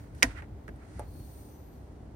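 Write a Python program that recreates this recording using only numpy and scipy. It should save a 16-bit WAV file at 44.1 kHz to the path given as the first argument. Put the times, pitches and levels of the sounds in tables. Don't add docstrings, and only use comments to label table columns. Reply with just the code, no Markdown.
import sys
import numpy as np
from scipy import signal
from scipy.fft import rfft, irfft, next_fast_len
from scipy.io import wavfile
from scipy.ndimage import uniform_filter1d

SR = 44100
rng = np.random.default_rng(int(sys.argv[2]) if len(sys.argv) > 2 else 0)


def to_wav(s):
    ch = np.atleast_2d(s).T
    pcm = np.round(np.clip(ch, -1, 1) * 32767)
    wavfile.write(sys.argv[1], SR, pcm.astype(np.int16))


N = 94815
TIME_S = np.arange(N) / SR

# f/Hz, coefficient
DIFFUSE_CORRELATION = [(60, 1), (130, 0.9), (290, .83), (640, 0.24), (1400, 0.096), (3000, 0.28),
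                       (15000, -0.84)]
# f/Hz, relative density/dB
RUMBLE_SPECTRUM = [(110, -12), (174, -19), (223, -17), (256, -19), (305, -15), (347, -22.5), (390, -20),
                   (482, -25.5), (792, -27), (1230, -38), (1860, -43), (2590, -49), (6000, -55.5),
                   (16000, -59)]
BASS_SPECTRUM = [(38, -6.5), (50, -2.5), (62, -2), (80, 1), (100, 1), (125, -5.5)]
# t/s, level/dB
BASS_ENVELOPE = [(0, -45.5), (0.09, -54.5), (0.14, -42), (0.2, -51.5), (0.27, -41.5), (0.34, -47),
                 (0.41, -46), (0.48, -50.5), (0.535, -43), (0.635, -54), (0.69, -44), (0.89, -52.5),
                 (0.98, -43.5), (1.11, -47), (1.25, -46), (1.5, -53), (1.8, -50), (2.15, -48.5)]

# t/s, middle level/dB, top level/dB
SLIDE_ENVELOPE = [(0, -67.5, -70), (0.11, -77.5, -84), (0.19, -64.5, -74), (0.3, -65.5, -78.5),
                  (0.47, -82, -84), (0.76, -79.5, -80), (0.82, -73.5, -83), (0.98, -64, -82),
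                  (1.05, -72.5, -72.5), (1.12, -69.5, -66.5), (1.22, -66, -63), (1.42, -66.5, -62),
                  (1.61, -73, -79), (1.76, -73.5, -76.5), (1.87, -77, -85.5), (2.15, -82, -91)]
# f/Hz, relative density/dB
SLIDE_MIDDLE_SPECTRUM = [(2000, -7.5), (3800, -5), (4400, 0.5), (5100, -5.5), (6200, -1.5), (7400, -5.5),
                         (8300, -5.5), (9250, 2.5), (10300, -10), (12000, -26.5)]
SLIDE_TOP_SPECTRUM = [(8000, -25), (10500, -13), (12500, -2.5), (13700, -1.5), (14600, 0.5), (15800, -4.5)]
# peak t/s, length/s, f/Hz, half-width/Hz, level/dB
SLIDE_WHISTLES = [(1.172, .28, 4360, 260, -72.5), (1.181, 0.21, 9400, 330, -68.5),
                  (1.384, 0.31, 9010, 699, -66.5), (1.537, 0.18, 6050, 297.6, -75),
                  (1.553, .24, 14300, 700, -68), (1.696, 0.21, 12750, 900, -71.5)]
# t/s, level/dB
SCUFF_ENVELOPE = [(0, -63.5), (0.1, -73), (0.29, -58), (0.315, -49), (0.342, -66), (0.362, -48.5),
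                  (0.386, -44.5), (0.408, -52), (0.418, -62), (0.436, -57), (0.47, -73.5), (0.76, -74),
                  (0.82, -61.5), (0.89, -66), (0.98, -61), (1.03, -62), (1.08, -77.5)]
# f/Hz, relative density/dB
SCUFF_SPECTRUM = [(300, -15), (800, -4), (1080, -3), (1400, 7), (1650, 2), (1950, 5), (3300, -14),
                  (6000, -23), (9500, -23), (11000, -32.5), (16000, -34.5)]
THUD_SPECTRUM = [(110, 0), (220, -1), (330, 0), (480, -10)]
# t/s, level/dB
THUD_HITS = [(0.283, -40), (0.685, -39), (1.152, -45), (1.195, -47)]

# t/s, clack level/dB, tick level/dB, case gain/dB
TAP_HITS = [(0.149, -53, -57, -34), (0.4221, -42, -70, -12), (0.6798, -37.5, -58, -19),
            (0.6898, -46, -70, -25), (0.76, -60.5, -63.5, -35), (0.9936, -45.5, -46, 1.5)]
# f/Hz, relative density/dB
CLACK_SPECTRUM = [(150, -0.5), (350, -3.5), (700, -11), (1100, -9), (1600, 5.5), (2100, -5), (2800, -18.5),
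                  (5000, -29), (9000, -37.5)]
TICK_SPECTRUM = [(1500, -4), (3000, -2.5), (5500, 5.5), (7500, -2), (8700, 14), (10000, 16), (11000, 2),
                 (12500, 4), (16000, -10)]
AFTER_RING_SPECTRUM = [(300, -6), (500, 5), (800, 5.5), (1200, -9), (2200, -20.5), (4000, -27.5)]
# f/Hz, level/dB, T60/s
CASE_MODES = [(505, -42, 0.05), (587, -38, 0.09), (694, -43, 0.07), (851, -39, 0.075), (1141, -54, 0.06)]

# f/Hz, level/dB, T60/s, delay/s
PANEL_MODES = [(58, -33.5, 0.19, 0.012), (250, -29, 0.15, .011), (280, -30, 0.11, .012),
               (385, -41, 0.14, .01), (500, -32, 0.075, .001), (666, -33, .08, .014), (1000, -27, .06, 0)]
# f/Hz, relative density/dB
BAY_SPECTRUM = [(200, -9), (600, -4), (1200, -1), (2000, 1), (3200, -10.5), (5500, -9.5), (8000, -11.5),
                (9300, -9), (10500, -40), (14500, -28), (16000, -35.5)]
FAR_TAIL_SPECTRUM = [(200, 2.5), (1000, 2.5), (2000, -0.5), (3500, -7.5), (9500, -13.5), (11000, -28.5),
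                     (16000, -26.5)]
# f/Hz, T60/s
BAY_DECAY = [(200, 0.14), (1000, 0.085), (2000, .08), (5000, 0.065), (14000, 0.097)]

# t/s, ring gain/dB, slope away from the jaw pitch/(dB/octave), chatter level/dB
JAW_SNAPS = [(0.2247, -7.5, -7, -29), (0.2288, -5, -1, -14.5)]
# f/Hz, left level/dB, right level/dB, T60/s
CLAMP_MODES = [(1037, -20.5, -31, .04), (1144, -26.5, -22, .05), (1430, -26, -20, .05),
               (1640, -23.5, -16, 0.062), (1870, -24.5, -6, 0.055), (2060, -16.5, -4.5, 0.032),
               (2308, -7, -14.5, .035), (2550, -13, -22, 0.031), (2790, -24, -26, 0.047),
               (2952, -18, -22.5, 0.022), (4900, -12, -20, .018), (5520, -19, -13, 0.022),
               (6530, -19, -15.5, .014)]
# t/s, left level/dB, right level/dB
TOOTH_HITS = [(0.22860, -10, -14.5), (0.2289, -4, -3), (0.2294, -10.5, -8), (0.2302, -9, -11),
              (0.2311, -13, -14)]
# f/Hz, relative density/dB
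TOOTH_SPECTRUM = [(300, -25), (700, -12.5), (1340, -10), (1750, -4.5), (2250, 0), (3100, -11), (4100, -6.5),
                  (5600, -3.5), (6600, -5), (7500, -10.5), (8600, -5), (9700, -6.5), (10500, -34),
                  (12500, -26), (14200, -15.5), (16000, -26)]

HAND_LAG_S = .00036


def amp(db):
    return 10 ** (np.asarray(db) / 20)


def unit_rms(x):
    return x / np.sqrt(np.mean(x ** 2) + 1e-20)


def at_hz(table, hz):
    table_hz, values = np.transpose(table)
    return np.interp(np.log(np.maximum(hz, 1)), np.log(table_hz), values)


def in_time(table):
    times_s, *columns = np.transpose(table)
    return [np.interp(TIME_S, times_s, column) for column in columns]


def drift(rate_hz):
    pole = np.exp(-2 * np.pi * rate_hz / SR)
    wander = signal.lfilter([1], [1, -2 * pole, pole * pole], rng.standard_normal(N + SR))
    return unit_rms(wander[SR:])


def noise(spectrum, correlation, lag_s=0, left_db=0):
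    size = next_fast_len(N)
    hz = np.arange(size // 2 + 1) * SR / size + 1
    skirts = np.minimum(hz / spectrum[0][0], 1) ** 2 * np.minimum(spectrum[-1][0] / hz, 1) ** 2
    gain = amp(at_hz(spectrum, hz)) * skirts
    alike = np.clip(at_hz(correlation, hz) if np.ndim(correlation) else correlation, -1, 1)
    mid, side = rfft(rng.standard_normal((2, size))) * gain
    mid, side = mid * np.sqrt(1 + alike), side * np.sqrt(1 - alike)
    left = (mid + side) * amp(left_db)
    right = (mid - side) * np.exp(-2j * np.pi * hz * lag_s)
    return unit_rms(irfft(np.array([left, right]), size)[:, :N])


def decay(start_s, db, t60_s):
    return (TIME_S >= start_s) * amp(db - 60 * np.clip((TIME_S - start_s) / t60_s, 0, 3))


def ring(start_s, hz, db, t60_s):
    return decay(start_s, db, t60_s) * np.sin(2 * np.pi * hz * (TIME_S - start_s))


def click(spectrum, size=4096):
    hz = np.arange(size // 2 + 1) * SR / size
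    cepstrum = irfft(np.log(amp(at_hz(spectrum, hz))))
    cepstrum[1:size // 2] *= 2
    cepstrum[size // 2 + 1:] = 0
    pulse = irfft(np.exp(rfft(cepstrum)))
    return pulse / np.abs(pulse).max()


def rumble(steady_db=-51, deep_gain_db=-1, hum_gain_db=-2, hum_hz=61.3):
    swell_db, = in_time(BASS_ENVELOPE)
    hum_phase = 2 * np.pi * hum_hz * TIME_S + 1.6 * drift(rate_hz=3.7)
    hum = np.sqrt(2) * amp(hum_gain_db) * np.sin(hum_phase)
    deep = amp(deep_gain_db) * noise(BASS_SPECTRUM, 0.97)
    steady = amp(steady_db) * noise(RUMBLE_SPECTRUM, DIFFUSE_CORRELATION)
    return steady + amp(swell_db) * (deep + hum)


def whistles():
    out = 0
    for peak_s, length_s, hz, width_hz, db in SLIDE_WHISTLES:
        spectrum = [(hz - 3 * width_hz, -40), (hz - width_hz, -12), (hz, 0),
                    (hz + width_hz, -12), (hz + 3 * width_hz, -40)]
        swell = amp(db) * np.exp(-(2 * (TIME_S - peak_s) / length_s) ** 2)
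        out += swell * noise(spectrum, 0.17, left_db=4.5)
    return out


def sliding_hiss(grain_db=0.5):
    middle_db, top_db = in_time(SLIDE_ENVELOPE)
    flicker_db = grain_db * drift(rate_hz=40)
    middle = amp(middle_db + flicker_db) * noise(SLIDE_MIDDLE_SPECTRUM, 0.38, HAND_LAG_S, left_db=1.5)
    top = amp(top_db + flicker_db) * noise(SLIDE_TOP_SPECTRUM, 0.24, HAND_LAG_S)
    return middle + top


def grip_scuff(grain_db=1.2):
    scuff_db, = in_time(SCUFF_ENVELOPE)
    envelope = amp(scuff_db + grain_db * drift(rate_hz=120))
    return envelope * noise(SCUFF_SPECTRUM, 0.11, HAND_LAG_S, left_db=-5.5)


def thuds(attack_s=.004, t60_s=.13):
    blows = sum(decay(start_s, db, t60_s) for start_s, db in THUD_HITS)
    envelope = uniform_filter1d(blows, int(attack_s * SR))
    return envelope * noise(THUD_SPECTRUM, DIFFUSE_CORRELATION)


def battery_taps(case_delay_s=0.00185, after_ring_db=-46):
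    clack, tick, case, after_ring = np.zeros((4, N))
    for start_s, clack_db, tick_db, case_db in TAP_HITS:
        clack += decay(start_s, clack_db, t60_s=0.032)
        tick += decay(start_s, tick_db, t60_s=.04)
        after_ring += decay(start_s, case_db + after_ring_db, t60_s=0.24)
        for hz, mode_db, t60_s in CASE_MODES:
            case += ring(start_s + case_delay_s, hz, case_db + mode_db, t60_s)
    return (case + clack * noise(CLACK_SPECTRUM, 0.65, HAND_LAG_S, left_db=-0.35)
            + tick * noise(TICK_SPECTRUM, 0.44, HAND_LAG_S)
            + after_ring * noise(AFTER_RING_SPECTRUM, DIFFUSE_CORRELATION))


def engine_bay(scatter_db=-14.5, tail_db=-43.5):
    slam_s = JAW_SNAPS[-1][0]
    panels = sum(ring(slam_s + delay_s, hz, db, t60_s) for hz, db, t60_s, delay_s in PANEL_MODES)
    scatter = noise(BAY_SPECTRUM, DIFFUSE_CORRELATION, left_db=-1.5)
    edges_hz = np.geomspace(140, 17000, 8)
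    reflections = 0
    for low_hz, high_hz in zip(edges_hz, edges_hz[1:]):
        bandpass = signal.butter(2, [low_hz, high_hz], "band", fs=SR, output="sos")
        t60_s = at_hz(BAY_DECAY, np.sqrt(low_hz * high_hz))
        reflections += signal.sosfilt(bandpass, scatter) * decay(slam_s, scatter_db, t60_s)
    far_tail = noise(FAR_TAIL_SPECTRUM, DIFFUSE_CORRELATION) * decay(slam_s, tail_db, t60_s=0.41)
    return panels + reflections + far_tail


def clamp_teeth(chatter_t60_s=0.024):
    hits = np.zeros((2, N))
    for start_s, left_db, right_db in TOOTH_HITS:
        hits[0, int(start_s * SR)] += amp(left_db)
        hits[1, int((start_s + HAND_LAG_S) * SR)] += amp(right_db)
    clicks = signal.fftconvolve(hits, click(TOOTH_SPECTRUM)[None], axes=1)[:, :N]
    chatter = sum(decay(start_s, db, chatter_t60_s) for start_s, _, _, db in JAW_SNAPS)
    return clicks + chatter * noise(TOOTH_SPECTRUM, 0.14, HAND_LAG_S, left_db=1)


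def clamp_shell(jaw_hz=2100, radiates_above_hz=780):
    left, right = np.zeros((2, N))
    for start_s, ring_db, db_per_octave, _ in JAW_SNAPS:
        for hz, left_db, right_db, t60_s in CLAMP_MODES:
            drive_db = ring_db + db_per_octave * abs(np.log2(hz / jaw_hz))
            left += ring(start_s, hz, drive_db + left_db, t60_s)
            right += ring(start_s + HAND_LAG_S, hz, drive_db + right_db, t60_s)
    highpass = signal.butter(4, radiates_above_hz, "high", fs=SR, output="sos")
    return signal.sosfilt(highpass, [left, right])


def scene():
    snap = clamp_shell() + clamp_teeth() + engine_bay()
    return snap + battery_taps() + thuds() + sliding_hiss() + grip_scuff() + whistles() + rumble()


def record(dry):
    low_cut_hz, high_cut_hz = 30, 15900
    highpass = signal.butter(8, low_cut_hz, "high", fs=SR, output="sos")
    lowpass = signal.ellip(10, .2, 80, high_cut_hz, fs=SR, output="sos")
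    return np.clip(signal.sosfilt(lowpass, signal.sosfilt(highpass, dry)), -1, 1)


dry = scene()
out = record(dry)
to_wav(out)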